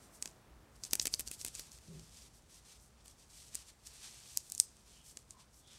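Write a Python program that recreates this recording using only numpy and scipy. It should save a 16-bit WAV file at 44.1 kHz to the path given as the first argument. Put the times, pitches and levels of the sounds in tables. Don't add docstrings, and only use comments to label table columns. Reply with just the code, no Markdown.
import sys
import numpy as np
from scipy import signal
from scipy.fft import rfft, irfft, next_fast_len
from scipy.io import wavfile
from scipy.ndimage import map_coordinates

SR = 44100
rng = np.random.default_rng(int(sys.argv[2]) if len(sys.argv) > 2 else 0)


def transcribe(signal):
    frames = np.atleast_2d(signal).T
    limited = np.clip(frames, -1, 1)
    pcm = np.round(limited * 32767).astype(np.int16)
    wavfile.write(sys.argv[1], SR, pcm)


N = 254898


def amp(db):
    return 10 ** (np.asarray(db) / 20)


def unit(x):
    return x / np.sqrt(np.mean(np.abs(x) ** 2) + 1e-20)


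def along(points, hz):
    f, v = np.transpose(points)
    return np.interp(np.log(hz + 1), np.log(f + 1), v)


def wobble(knots, size):
    return map_coordinates(rng.standard_normal(int(knots) + 4), [np.arange(size) * knots / size])


def filtered(x, response):
    m = next_fast_len(N + 8192)
    return irfft(rfft(x, m) * response(np.fft.rfftfreq(m, 1 / SR)), m)[:N]


def noise(spectrum):
    return unit(filtered(rng.standard_normal(N), lambda hz: amp(along(spectrum, hz))))


def ring(gain):
    cepstrum = irfft(np.log(np.maximum(gain, 1e-6)))
    cepstrum[1:] *= 2
    cepstrum[len(cepstrum) // 2:] = 0
    return irfft(np.exp(rfft(cepstrum)))


def add(track, s, sound):
    part = track[max(round(s * SR), 0):][:len(sound)]
    part += sound[:len(part)]


def envelope(start_s, length_s, attack_s, release_s, arch_db=4):
    gain = np.zeros(N)
    near = np.arange(max(int((start_s - .5) * SR), 0), min(int((start_s + length_s + .5) * SR), N))
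    t = near / SR - start_s
    arch = amp(-arch_db * (2 * np.clip(t / length_s, 0, 1) - 1) ** 2)
    gain[near] = arch * np.exp(np.minimum(t, 0) / attack_s - np.maximum(t - length_s, 0) / release_s)
    return gain


# f/Hz, relative spectral density/dB
RUMBLE_SPECTRUM = [(13, -18), (22, -8.5), (59, 4.5), (77, -2.5), (97, -6.5), (135, -5), (178, -13.5),
                   (204, -15), (220, -7.5), (290, -44.5), (480, -120)]
HISS_SPECTRUM = [(80, 3.5), (200, 4), (600, -1), (1200, -3.5), (2500, -12), (6000, -21.5), (10000, -20),
                 (16000, -25)]
# t/s, relative rumble level/dB, relative hiss level/dB
AMBIENT_LEVELS = [(0.0, -68, -65.5), (1.32, -61.5, -69), (2.35, -67.5, -71.5), (5.78, -68.5, -72.5)]


def ambient_noise(rumble_gain_db=1, hiss_gain_db=2):
    t = np.arange(N) / SR
    times, rumble_db, hiss_db = np.transpose(AMBIENT_LEVELS)
    rumble = amp(np.interp(t, times, rumble_db) + rumble_gain_db) * noise(RUMBLE_SPECTRUM)
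    hiss = amp(np.interp(t, times, hiss_db) + hiss_gain_db) * noise(HISS_SPECTRUM)
    return rumble + hiss


# t/s, duration/s, relative level/dB, tilt/(dB per octave)
FINGER_STROKES = [(0.0, 0.081, -64.5, 4.5), (0.135, 0.04, -59.5, 8.5), (0.22, 0.083, -61, 4.5),
                  (0.737, .08, -70.5, 5), (0.849, 0.027, -52, 3.5), (0.912, .02, -54, 4),
                  (1.023, 0.0064, -38.5, 9), (1.065, 0.0089, -44.5, 4), (1.131, .012, -43, 8),
                  (1.192, 0.023, -48.5, 6), (1.269, 0.013, -48, 5), (1.323, 0.028, -48.5, 5),
                  (1.399, 0.032, -49, 5.5), (1.455, 0.037, -51.5, 2), (1.545, 0.079, -51, 3),
                  (1.624, 0.068, -61, 1), (1.713, 0.063, -59, 3), (1.815, 0.32, -63, 1),
                  (2.122, 0.16, -59.5, 1.5), (2.336, .06, -66.5, 5), (2.497, .1, -61.5, 2),
                  (2.659, .11, -59.5, 0.5), (2.79, .09, -66, 7.5), (2.974, .048, -71, -3),
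                  (3.053, 0.073, -62, 3.5), (3.185, 0.061, -63.5, 1), (3.303, 0.19, -58.5, 2.5),
                  (3.529, 0.096, -55, 1.5), (3.669, 0.037, -57.5, 1.5), (3.856, 0.032, -54.5, 3.5),
                  (3.896, 0.38, -57, 0.5), (4.028, 0.053, -52.5, -0.5), (4.259, .15, -56, 2.5),
                  (4.44, 0.21, -59, 5), (4.676, .17, -69, 2), (4.859, 0.14, -62.5, 1),
                  (5.05, 0.076, -58, 5.5), (5.15, .08, -66.5, 3.5), (5.301, 0.037, -63.5, 4),
                  (5.391, 0.034, -61, -.5), (5.539, 0.074, -64, 7), (5.672, 0.19, -61.5, -1)]


def rubbing(hold_db=-75.5, hold_tilt=-2, linger_db=-5.5, snap_tilt=12):
    power = np.full(N, amp(hold_db) ** 2)
    weighted_tilt = hold_tilt * power
    for s, length_s, db, tilt in FINGER_STROKES:
        firm = envelope(s, length_s, attack_s=.011, release_s=.0087)
        fade_s = min(.091, length_s)
        light = amp(linger_db) * envelope(s, length_s, fade_s, fade_s)
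        stroke = amp(db) ** 2 * (firm ** 2 + light ** 2)
        power += stroke
        weighted_tilt += tilt * stroke
    lead = SR // 10
    t = np.arange(-lead, SR // 2) / SR
    loading = amp(-26.5) * np.exp(-np.abs(t) / .005)
    settling = amp(-33.5) * np.exp(-np.abs(t) / .022)
    around_snap = np.where(t < 0, loading, settling)
    for s, db, *_ in CREASE_SNAPS:
        rustle = (amp(db) * around_snap) ** 2
        add(power, s - lead / SR, rustle)
        add(weighted_tilt, s - lead / SR, snap_tilt * rustle)
    return 10 * np.log10(power), weighted_tilt / power


# f/Hz, relative spectral density/dB
FOIL_SPECTRUM = [(300, -19.5), (900, -7.5), (1500, -9.5), (2500, -4), (4000, -1.5), (5500, 0), (6400, -1.5),
                 (7800, -2), (8250, 0), (8800, -3), (11000, -10), (13000, -16.5), (15500, -26),
                 (16200, -58)]


def crinkle(rub_db, tilt, ticks_per_s=2000, spread_db=1, flutter_db=.78, uneven_db=1.1, gain_db=-1.5):
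    sizes = amp(spread_db * np.minimum(rng.exponential(size=N), 5)) * rng.choice([-1, 1], N)
    ticks = unit(sizes * (rng.random(N) < ticks_per_s / SR))
    sheet = lambda hz: amp(along(FOIL_SPECTRUM, hz) + uneven_db * wobble(hz[-1] / 100, len(hz)))
    friction = unit(filtered(ticks + rng.standard_normal(N), sheet))
    octaves = np.arange(-2, 3)
    bands = np.array([filtered(friction, lambda hz: np.interp(np.log2((hz + 1) / 5000), octaves, row))
                      for row in np.eye(len(octaves))])
    gains = amp(octaves[:, None] * tilt)
    gains /= np.sqrt(np.average(gains ** 2, axis=0, weights=bands.var(axis=1)))
    flutter = flutter_db * wobble(70 * N / SR, N)
    return amp(rub_db + gain_db + flutter) * (gains * bands).sum(axis=0)


# f/Hz, reverberation time T60/s
REVERB_TIMES = [(200, 0.44), (2000, 0.44), (8000, 0.24), (16000, 0.076)]


def reverberation(x, delay_s=.004, wall_s=.0088, wall_db=-4):
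    hz, t, spectra = signal.stft(rng.standard_normal(SR // 2), SR, nperseg=256)
    decay = amp(-60 * t / along(REVERB_TIMES, hz)[:, None])
    tail = signal.istft(spectra * decay, SR, nperseg=256)[1]
    response = np.pad(tail / np.linalg.norm(tail), (int(delay_s * SR), 0))
    scatter = rng.standard_normal(SR // 500) * np.hanning(SR // 500)
    add(response, wall_s - .001, amp(wall_db) * scatter / np.linalg.norm(scatter))
    return signal.fftconvolve(x, response)[:N]


# f/Hz, bandwidth/Hz, lift/dB
SHELL_MODES = [(2590, 120, 4), (4710, 1500, 6.5), (8250, 4100, 4.5)]
# f/Hz, relative level/dB
KNOCK_SPECTRUM = [(100, -14), (500, -1.5), (1100, -5.5), (2500, 5), (5000, -4), (10000, -43.5)]
CRACK_SPECTRUM = [(6000, -24), (10500, -1.5), (13000, -4), (15500, -12), (20000, -45.5)]


def snap(pitch_hz, knock_db, crack_db, relative_width=.28, flip_s=.0015, dispersion_s=.001106):
    hz = np.fft.rfftfreq(1024, 1 / SR) + 1
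    facet = hz / (hz + 2000) / (1 + np.abs((hz / pitch_hz - 1) / relative_width) ** 2.36)
    knock = amp(along(KNOCK_SPECTRUM, hz))
    crack = amp(along(CRACK_SPECTRUM, hz))
    parts = [(0, facet), (knock_db - 3, knock), (crack_db, crack)]
    shell_db = sum(db / (1 + (2 * (hz - centre) / width) ** 2) for centre, width, db in SHELL_MODES)

    def buckle():
        resonances = amp(shell_db + 2.8 * wobble(48, len(hz)))
        return ring(np.linalg.norm([amp(db) * unit(shape * resonances) for db, shape in parts], axis=0))

    flip = amp(-2.5 + .46 * knock_db)
    pulse = buckle()
    add(pulse, flip_s * rng.uniform(.822, 1.5), flip * buckle())
    delay_s = dispersion_s / (1 + (hz / 6000) ** 2)
    pulse = irfft(rfft(pulse) * np.exp(-2j * np.pi * np.cumsum(delay_s) * (hz[1] - hz[0])))
    return pulse * np.sqrt(SR / 1000 / (1 + flip ** 2))


def small_creases(rub_db, per_s=20, pitch_hz=7000, pitch_spread=.12, above_rub_db=1, spread_db=4.5):
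    track = np.zeros(N)
    count = int(per_s * N / SR)
    for onset, (size, detune) in zip(rng.integers(N, size=count), rng.standard_normal((count, 2))):
        pulse = snap(pitch_hz * np.exp(pitch_spread * detune), knock_db=-9.5, crack_db=-14)
        add(track, onset / SR, amp(rub_db[onset] + above_rub_db + spread_db * size) * pulse)
    return track


def creak(pulse, rise_s=.0024):
    t = np.arange(-SR // 50, 0) / SR
    slips = rng.standard_normal(len(t)) * np.exp(t / rise_s)
    return signal.fftconvolve(slips / np.linalg.norm(slips), pulse)


def thud(centre_hz=320):
    t = np.arange(int(2 * SR / centre_hz)) / SR
    phase = np.pi * (centre_hz * t - 1)
    return (2 * phase ** 2 - 1) * np.exp(-phase ** 2)


# t/s, facet level over 1 ms/dB, f/Hz, relative knock/dB, relative crack/dB
CREASE_SNAPS = [(0.2245, -27.5, 7600, -13, -26), (0.257, -34.5, 6450, -4, -13),
                (0.2751, -41.5, 6950, -7, -14), (0.8363, -32.5, 6100, -17, -28),
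                (0.8408, -37, 6880, -21, -11), (0.85, -36.5, 6500, -16, -18),
                (0.9099, -38.5, 6600, -16, -26), (0.9327, -20.5, 6700, -5, -1.5),
                (0.9536, -27.5, 8000, -8, -2.5), (0.9971, -21, 5700, -13, -37),
                (1.0143, -32, 6860, -9, -22), (1.055, -27.5, 6500, -2.5, -3.5),
                (1.0698, -25.5, 7000, -5.5, -6), (1.0766, -32.5, 8030, -5.5, -15),
                (1.139, -21, 5120, -15.5, -36), (1.1449, -32, 8500, -12, -17),
                (1.195, -33.5, 8670, -3, 2.5), (1.1997, -35, 6900, -10, -24), (1.2065, -38, 8740, -4, 4),
                (1.2757, -33.5, 6650, -11.5, -20), (1.2833, -39, 6800, -25, -15),
                (1.3138, -36, 8050, -3, -1.5), (1.4131, -36.5, 6660, -11, -18),
                (1.4483, -31.5, 7800, -3.5, -1.5), (1.4636, -36.5, 7960, -8.5, -6),
                (1.476, -41, 7880, -7, -8), (1.4828, -37.5, 8340, -15, -11),
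                (1.5514, -35, 7400, -14.5, -16), (1.5949, -38, 5770, -2, -2),
                (1.7177, -46.5, 6800, -36, -16), (1.786, -54.5, 6000, -1.5, -6),
                (1.995, -48.5, 6540, -4, -14), (3.0579, -55, 7830, 2, -0.5),
                (3.5468, -36.7, 7800, -12, -16), (3.5531, -28.5, 8100, -16.5, -8.5),
                (4.373, -21.5, 7030, -30.5, -4.5), (4.4997, -41.5, 7000, -22, -7),
                (4.5206, -31, 7450, -34, -5.5), (4.5497, -34.5, 8200, -33, -18),
                (4.579, -33.5, 7700, -25, -18), (4.5999, -11.5, 7800, -31.5, -19),
                (5.1712, -37, 7000, -6, -19), (5.3073, -40.5, 7200, -18, -39)]


def large_creases(creak_db=-22, thud_db=-8):
    track = np.zeros(N)
    for s, db, pitch_hz, knock_db, crack_db in CREASE_SNAPS:
        pulse = amp(db) * snap(pitch_hz, knock_db, crack_db)
        add(track, s - .02, amp(creak_db) * creak(pulse))
        add(track, s, pulse)
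        add(track, s - .0025, amp(db + knock_db + thud_db) * thud())
    return track


# f/Hz, bandwidth/Hz, relative level/dB
DRONE_PARTIALS = [(158, 7.5, 0.5), (204, 23, -13.5), (343.5, 65, -12.5), (402, 14.6, -16.5), (552, 51, -21)]


def drone(start_s=1.885, length_s=.11, level_db=-52, cutoff_hz=800):
    t = np.arange(N) / SR
    tone = 0
    for hz, width_hz, db in DRONE_PARTIALS:
        drift = np.cumsum(rng.standard_normal(N)) * np.sqrt(2 * np.pi * width_hz / SR)
        tone = tone + amp(db) * np.sin(2 * np.pi * hz * t + drift)
    swell = envelope(start_s, length_s, attack_s=.008, release_s=.043, arch_db=3)
    return amp(level_db) * swell * unit(filtered(tone, lambda hz: 1 / (1 + (hz / cutoff_hz) ** 4)))


# centre t/s, half duration/s, f/Hz, level/dB
SQUEAKS_AND_TONE = [(4.989, 0.064, 3070, -70.5), (5.383, 0.04, 1040, -68.5), (5.71, 0.048, 3400, -67.5)]


def squeaks_and_tone(relative_width=.09):
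    track = np.zeros(N)
    t = np.arange(SR // 2) / SR
    hz = np.fft.rfftfreq(len(t), 1 / SR)
    for s, half_s, centre_hz, db in SQUEAKS_AND_TONE:
        resonance = 1 / (1 + ((hz / centre_hz - 1) / relative_width) ** 2)
        band = irfft(rfft(rng.standard_normal(len(t))) * resonance, len(t))
        swell = np.exp(-.5 * ((t - t.mean()) / half_s) ** 2)
        add(track, s - t.mean(), amp(db) * swell * unit(band))
    return track


def scene(reverb_db=-22):
    rub_db, tilt = rubbing()
    surroundings = drone() + ambient_noise()
    direct = large_creases() + crinkle(rub_db, tilt) + squeaks_and_tone() + small_creases(rub_db)
    return (direct + amp(reverb_db) * reverberation(direct) + surroundings)[None]


def record(dry, low_hz=28, top_hz=16100):
    high_pass = lambda hz: hz ** 6 / (hz ** 6 + low_hz ** 6)
    low_pass = lambda hz: np.clip((top_hz - hz) / 800 + .5, 0, 1)
    return np.array([filtered(channel, lambda hz: high_pass(hz) * low_pass(hz)) for channel in dry])


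dry = scene()
out = record(dry)
transcribe(out)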